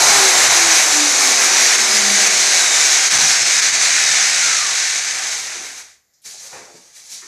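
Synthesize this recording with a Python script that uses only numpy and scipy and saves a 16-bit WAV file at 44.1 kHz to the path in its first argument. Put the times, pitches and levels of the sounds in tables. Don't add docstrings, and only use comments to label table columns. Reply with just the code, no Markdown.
import sys
import numpy as np
from scipy import signal
from scipy.fft import rfft, irfft, next_fast_len
from scipy.io import wavfile
from scipy.ndimage import uniform_filter1d

SR = 44100
rng = np.random.default_rng(int(sys.argv[2]) if len(sys.argv) > 2 else 0)


def invert_db(x):
    u = np.asarray(x, float) / 20
    return 10 ** u


def to_wav(sig):
    pcm = np.clip(np.atleast_2d(sig), -1, 1) * 32767
    pcm = np.round(pcm).astype(np.int16)
    wavfile.write(sys.argv[1], SR, pcm.T)


N = 320597
T = np.arange(N) / SR
START_RPS = 421.9
TOP_HZ = 14090
RUMBLE_DB, RUMBLE_PER_WEIGHT = -24, 1.66


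def unit(x):
    return x / np.sqrt(np.mean(x ** 2))


def colour(x, points):
    hz, db = np.transpose(points)
    size = next_fast_len(N)
    f = np.maximum(np.arange(size // 2 + 1) * SR / size, 1)
    gain = invert_db(np.interp(np.log(f), np.log(hz), db))
    return irfft(rfft(x, size) * gain, size)[:N]


def band(x, lo_hz, hi_hz):
    sos = signal.butter(4, [lo_hz, min(hi_hz, .45 * SR)], "bandpass", fs=SR, output="sos")
    return signal.sosfilt(sos, x)


def walk(rate):
    hold = int(SR / rate)
    steps = np.repeat(rng.standard_normal(N // hold + 1), hold)
    return unit(uniform_filter1d(uniform_filter1d(steps, hold), hold)[:N])


def grit(rate, spread_db):
    happens, sign, size = rng.random((3, N))
    return (happens < rate / SR) * np.sign(sign - .5) * invert_db(-spread_db * np.log(1 - size))


def room(x):
    t60_s, echo_db = 0.44, 0.5
    t = T[:SR // 2]
    tail = rng.standard_normal(len(t)) * np.exp(-np.log(1000) * t / t60_s) * (t > .003)
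    tail *= invert_db(echo_db) / np.sqrt(np.sum(tail ** 2))
    tail[0] = 1
    return signal.fftconvolve(x, tail / np.sqrt(np.sum(tail ** 2)))[:N]


def carried(x):
    place = 0.73 * walk(1.48)
    return np.cos(place) * room(x) + np.sin(place) * room(rng.permutation(x))


def voiced(source, high_db, mid_db, top_db):
    # pitch_hz, level_db (per Hz)
    housing = [(1000, -12.5), (1350, -11.5), (1550, -4), (2280, -2), (2550, -7.5), (2800, -11.5),
               (3200, -13.5), (3900, -6.5), (5200, -5), (6300, 0.5), (9000, -14), (11000, -16),
               (11900, -18), (14000, -28)]
    heard = colour(source, housing)
    mid, high, top = band(heard, 1200, 3100), band(heard, 3100, 9200), band(heard, 9200, 15000)
    return invert_db(mid_db) * unit(mid) + invert_db(high_db) * (unit(high) + invert_db(top_db) * unit(top))


def spin():
    friction_rps2, drag_rps2, drag_power = 43, 106.9, 1.56
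    speed, step_s = [START_RPS], .01
    for _ in range(int(T[-1] / step_s) + 1):
        braking = friction_rps2 + drag_rps2 * (speed[-1] / START_RPS) ** drag_power
        speed.append(max(speed[-1] - step_s * braking, 0))
    return np.interp(T, step_s * np.arange(len(speed)), speed)


def layers(speed):
    # time_s, level_db
    scratch = [(0, -10.5), (.4, -12.5), (.7, -12.5), (1.1, -14.5), (1.7, -13.5), (2.1, -14.5), (2.7, -14),
               (3.4, -14.5), (4.1, -14), (4.5, -16.5), (4.9, -19.5), (5.35, -24), (5.6, -29.5),
               (5.8, -39.5), (5.9, -46.5), (6.01, -66), (6.1, -82)]
    tilts = [
        (-6.5, 0.27, 0.03, 0.72),
        (-8.5, -4, 2, -0.13),
        (-16, -4, 2.7, 1),
    ]
    knee_rps, crawl_rps, wander_hz = 67.5, 6, 15
    time_s, level_db = np.transpose(scratch)
    scratch_db = np.interp(T, time_s, level_db) + 0.58 * walk(wander_hz)
    fast = np.log2(START_RPS / np.maximum(speed, knee_rps))
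    slow = np.log2(knee_rps / np.clip(speed, crawl_rps, knee_rps))
    gear, fan, top = (db + fast_db * fast + slow_db * slow + wander_db * walk(wander_hz)
                      for db, fast_db, slow_db, wander_db in tilts)
    return scratch_db, scratch_db + gear, scratch_db + fan, top


def brush_skips():
    # middle_s, depth_db, length_s
    skips = [(0.49, -4, 0.013), (0.96, 0, 0.011), (1.23, 1, 0.024), (1.774, -4.5, 0.012),
             (2.281, 12.5, 0.015), (2.284, -13.5, 0.014), (3.095, -8, 0.013), (3.182, -18, 0.0016),
             (3.443, -4.5, 0.0099), (3.612, -8, 0.006), (3.718, -6, 0.018), (3.788, -3.5, 0.02),
             (3.845, 1, 0.069), (4.632, 0, 0.03), (5.457, -0.5, 0.017), (5.652, 2, .025), (5.794, 4, 0.032)]
    return sum(db * np.exp(-((T - s) / length_s) ** 2) for s, db, length_s in skips)


def brushes_and_gears(turns, skips_db, scratch_db, gear_db, top_db):
    bars = 1 + 0.075 * np.cos(2 * np.pi * 24 * turns) + 0.11 * np.cos(2 * np.pi * turns)
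    ticks = unit(grit(7000, 1.4) + 0.87 * carried(grit(14000, 1.56)))
    chatter = bars * invert_db(skips_db + 0.53 * walk(25.003)) * ticks
    return voiced(chatter, scratch_db, gear_db, top_db + .8 * np.maximum(skips_db, 0))


def fan_rush(skips_db, fan_db):
    # pitch_hz, level_db (per Hz)
    rush = [(120, -55), (200, -22.5), (318, -13.5), (396, -11), (583, -10), (696, -3.5), (889, -5),
            (1090, -6), (1500, -4.5), (1950, -23), (3300, -120)]
    air = carried(rng.standard_normal(N)) + 1.11 * rng.standard_normal(N)
    return invert_db(fan_db + skips_db + 0.6 * walk(20)) * unit(band(colour(air, rush), 230, 1470))


def whines(speed, turns, scratch_db):
    orders = [2, 10, 12, 20, 24, 30, 36, 48, 72]
    # level_db over the scratch, change_db per halving of speed
    strengths = [(-14, -9), (-15, -7), (-21, -4), (-12, -11), (-17, 3), (-22, -8), (-24, 0), (-19, 2),
                 (-30, 3)]
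    # pitch_hz, level_db
    radiate = [(250, -40), (500, -12), (900, -6), (1300, -10), (1700, -14), (3000, -19), (3700, -3.5),
               (5000, -2), (6400, 2.5), (7400, 0), (8600, -13), (12000, -30)]
    halvings = np.log2(START_RPS / np.maximum(speed, 20))
    whine = 0
    for k, (db, slope_db) in zip(orders, strengths):
        wobble = .95 * walk(110)
        tone = np.sin(2 * np.pi * k * turns + wobble) * (k * speed < TOP_HZ)
        whine = whine + invert_db(db + slope_db * halvings + 2.5 * walk(28)) * tone
    turning = np.clip(speed / 10 - 4.2, 0, 1)
    loudness = np.sqrt(2) * invert_db(uniform_filter1d(scratch_db, SR // 5))
    whine = loudness * turning * colour(whine, radiate)
    return .8 * whine + .6 * room(whine)


def shaft_hum(speed, turns):
    # pitch_hz, width_hz, level_db (rms)
    modes = [(435, 20, -42.5), (391, 34, -27.5), (338, 36, -32), (296.3, 20, -31), (269, 13, -36.5),
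             (239, 7.6, -60), (213, 44, -43)]
    # pitch_hz, width_hz, level_db
    rings = [(203, 2.2, -25), (297, 4, -32), (392, 5, -30)]
    power = sum(invert_db(db) ** 2 / (1 + ((speed - hz) / (width / 2)) ** 2) ** 3 for hz, width, db in modes)
    hum = np.sqrt(2 * power) * invert_db(2.0 * walk(17)) * np.sin(2 * np.pi * turns + .5 * walk(31))
    beat = np.sin(2 * np.pi * turns)
    for hz, width, db in rings:
        hum = hum + invert_db(db) * signal.lfilter(*signal.iirpeak(hz, hz / width, SR), beat)
    return hum


def drill(speed, scratch_db, gear_db, fan_db, top_db):
    turns = np.cumsum(speed) / SR
    skips_db = brush_skips()
    on = np.clip((6.1 - T) / 0.029, 0, 1)
    rattle = brushes_and_gears(turns, skips_db, scratch_db, gear_db, top_db)
    whine = whines(speed, turns, scratch_db)
    return on * (rattle + whine + fan_rush(skips_db, fan_db) + shaft_hum(speed, turns))


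def drags(offset_db, per_weight, fall_share):
    # peak_s, scrape_db, rise_s, fall_s, weight_db
    scuffs = [
        (6.263, -33, 0.016, 0.23, 0.5),
        (6.47, -36, 0.067, 0.14, 4),
        (6.545, -42, 0.025, 0.098, 13.5),
        (6.78, -48.5, .03, 0.51, 6),
        (6.975, -43, .035, .2, 3),
        (7.07, -41.5, 0.036, .1, -2),
        (7.14, -32.5, 0.042, 0.13, 0),
        (7.24, -49, .021, .1, 5.5),
    ]
    power = 1e-12
    for s, db, rise_s, fall_s, weight in scuffs:
        shape = np.where(T < s, -((T - s) / rise_s) ** 2, (s - T) / (fall_s * fall_share))
        power = power + (invert_db(db + offset_db + per_weight * weight) * np.exp(shape)) ** 2
    return 10 * np.log10(power)


def floor(fan_db):
    # pitch_hz, level_db (per Hz)
    hiss_shape = [(24, -34), (40, -5), (183, -11), (796, -9.5), (899, -17), (2120, -7), (2710, -20),
                  (7220, -6.5), (8160, -23.5), (14000, -12)]
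    # pitch_hz, level_db (rms)
    whistles = [
        (4538, -86),
        (7144, -80),
    ]
    rests_s = 3.6
    lifted_db = -4.5 * np.minimum(T, rests_s)
    fan_shake = invert_db(fan_db - 21 + lifted_db + 15 * (T > rests_s))
    feet_shake = invert_db(drags(RUMBLE_DB - 14, RUMBLE_PER_WEIGHT, 1))
    noise = rng.standard_normal(N)
    rumble = unit(band(noise, 90, 240)) + invert_db(-18) * unit(band(noise, 36, 76))
    boards = (fan_shake + feet_shake) * invert_db(2.5 * walk(15)) * rumble
    out = boards + invert_db(-64.5) * unit(colour(rng.standard_normal(N), hiss_shape))
    for hz, db in whistles:
        out = out + invert_db(db) * unit(band(rng.standard_normal(N), hz - 60, hz + 60))
    return out


def swell(middle_s, half_s, db):
    return invert_db(db - 7 * ((T - middle_s) / half_s) ** 4)


def far_machine():
    # multiple of the firing rate, level_db
    partials = [(3, -46.5), (4, -49.5), (5, -40), (6, -44.5), (8, -39.5), (10, -53.5)]
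    # middle_s, half_s, level_db
    low_swells = [
        (5.05, 0.74, -63),
        (6.8, .6, -80),
    ]
    # middle_s, half_s, level_db
    octave_swells = [
        (3.65, 0.9, -60),
        (4.7, 0.87, -63),
        (6.7, .5, -79),
    ]
    hz = np.interp(T, [2.4, 2.4 + 1.47], [76.6, 75.4])
    cycle = 2 * np.pi * np.cumsum(hz * (1 + .003 * walk(5))) / SR
    buzz = sum(invert_db(db + 1.8 * walk(6)) * np.sin(k * cycle + k * k) for k, db in partials)
    buzz = swell(middle_s=1.82, half_s=0.78, db=0) * buzz
    low = sum(swell(*row) for row in low_swells) * np.sin(cycle)
    octave = sum(swell(*row) for row in octave_swells) * np.sin(2 * cycle)
    return np.sqrt(2) * (buzz + low + octave)


def knocks():
    # start_s, peak_db, lowest_hz, top_hz, decay_s
    blows = [(3.122, -29.5, 102, 290, 0.12), (5.55, -40, 214, 470, 0.076), (6.135, -48, 4200, 7640, .031),
             (6.218, -44, 3000, 12000, .05), (6.258, -50, 100, 700, .03), (6.341, -38, 300, 900, 0.017),
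             (6.526, -32.5, 300, 1090, 0.096), (6.528, -30.5, 1046, 2570, 0.079),
             (3.4, -36.5, 90, 200, 0.12), (6.68, -35, 252, 900, 0.022), (6.739, -39, 150, 675, 0.018),
             (7.102, -54, 129, 400, .03), (7.22, -32, 900, 2400, 0.046), (7.225, -45, 221, 424, 0.035)]
    out, t = np.zeros(N + SR), T[:SR // 2]
    for s, db, lo_hz, top_hz, decay_s in blows:
        burst = band(rng.standard_normal(len(t)) * np.exp(-t / decay_s), lo_hz, top_hz)
        start = int(s * SR)
        out[start:start + len(t)] += invert_db(db) * burst / np.max(np.abs(burst))
    return room(out[:N])


def shoes():
    scrape_db = drags(0, 0, 1)
    crunch_db = drags(-15.5, 0.69, 1)
    sparkle_db = np.maximum(drags(-10.5, 0, 0.39) - scrape_db, -17)
    crumbs = room(invert_db(1.5 * walk(40)) * grit(12000, 1.8))
    thuds = unit(band(room(grit(2500, 2.2)), 340, 1300))
    rumble = invert_db(drags(RUMBLE_DB, RUMBLE_PER_WEIGHT, 1)) * thuds
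    return voiced(crumbs, scrape_db, crunch_db, sparkle_db) + rumble


def scene():
    speed = spin()
    levels = layers(speed)
    fan_db = levels[2]
    mono = drill(speed, *levels) + floor(fan_db) + far_machine() + knocks() + shoes()
    return np.array([mono, mono])


def roll_off(x):
    return signal.sosfilt(signal.butter(12, 15070, fs=SR, output="sos"), x)


def record(dry):
    rounded = dry / (1 + (dry / .76) ** 4) ** .25
    no_bass = signal.sosfilt(signal.butter(2, 35, "highpass", fs=SR, output="sos"), rounded)
    cut = signal.sosfilt(signal.ellip(10, .2, 80, TOP_HZ, fs=SR, output="sos"), no_bass)
    return roll_off(cut)


dry = scene()
out = record(dry)
to_wav(out)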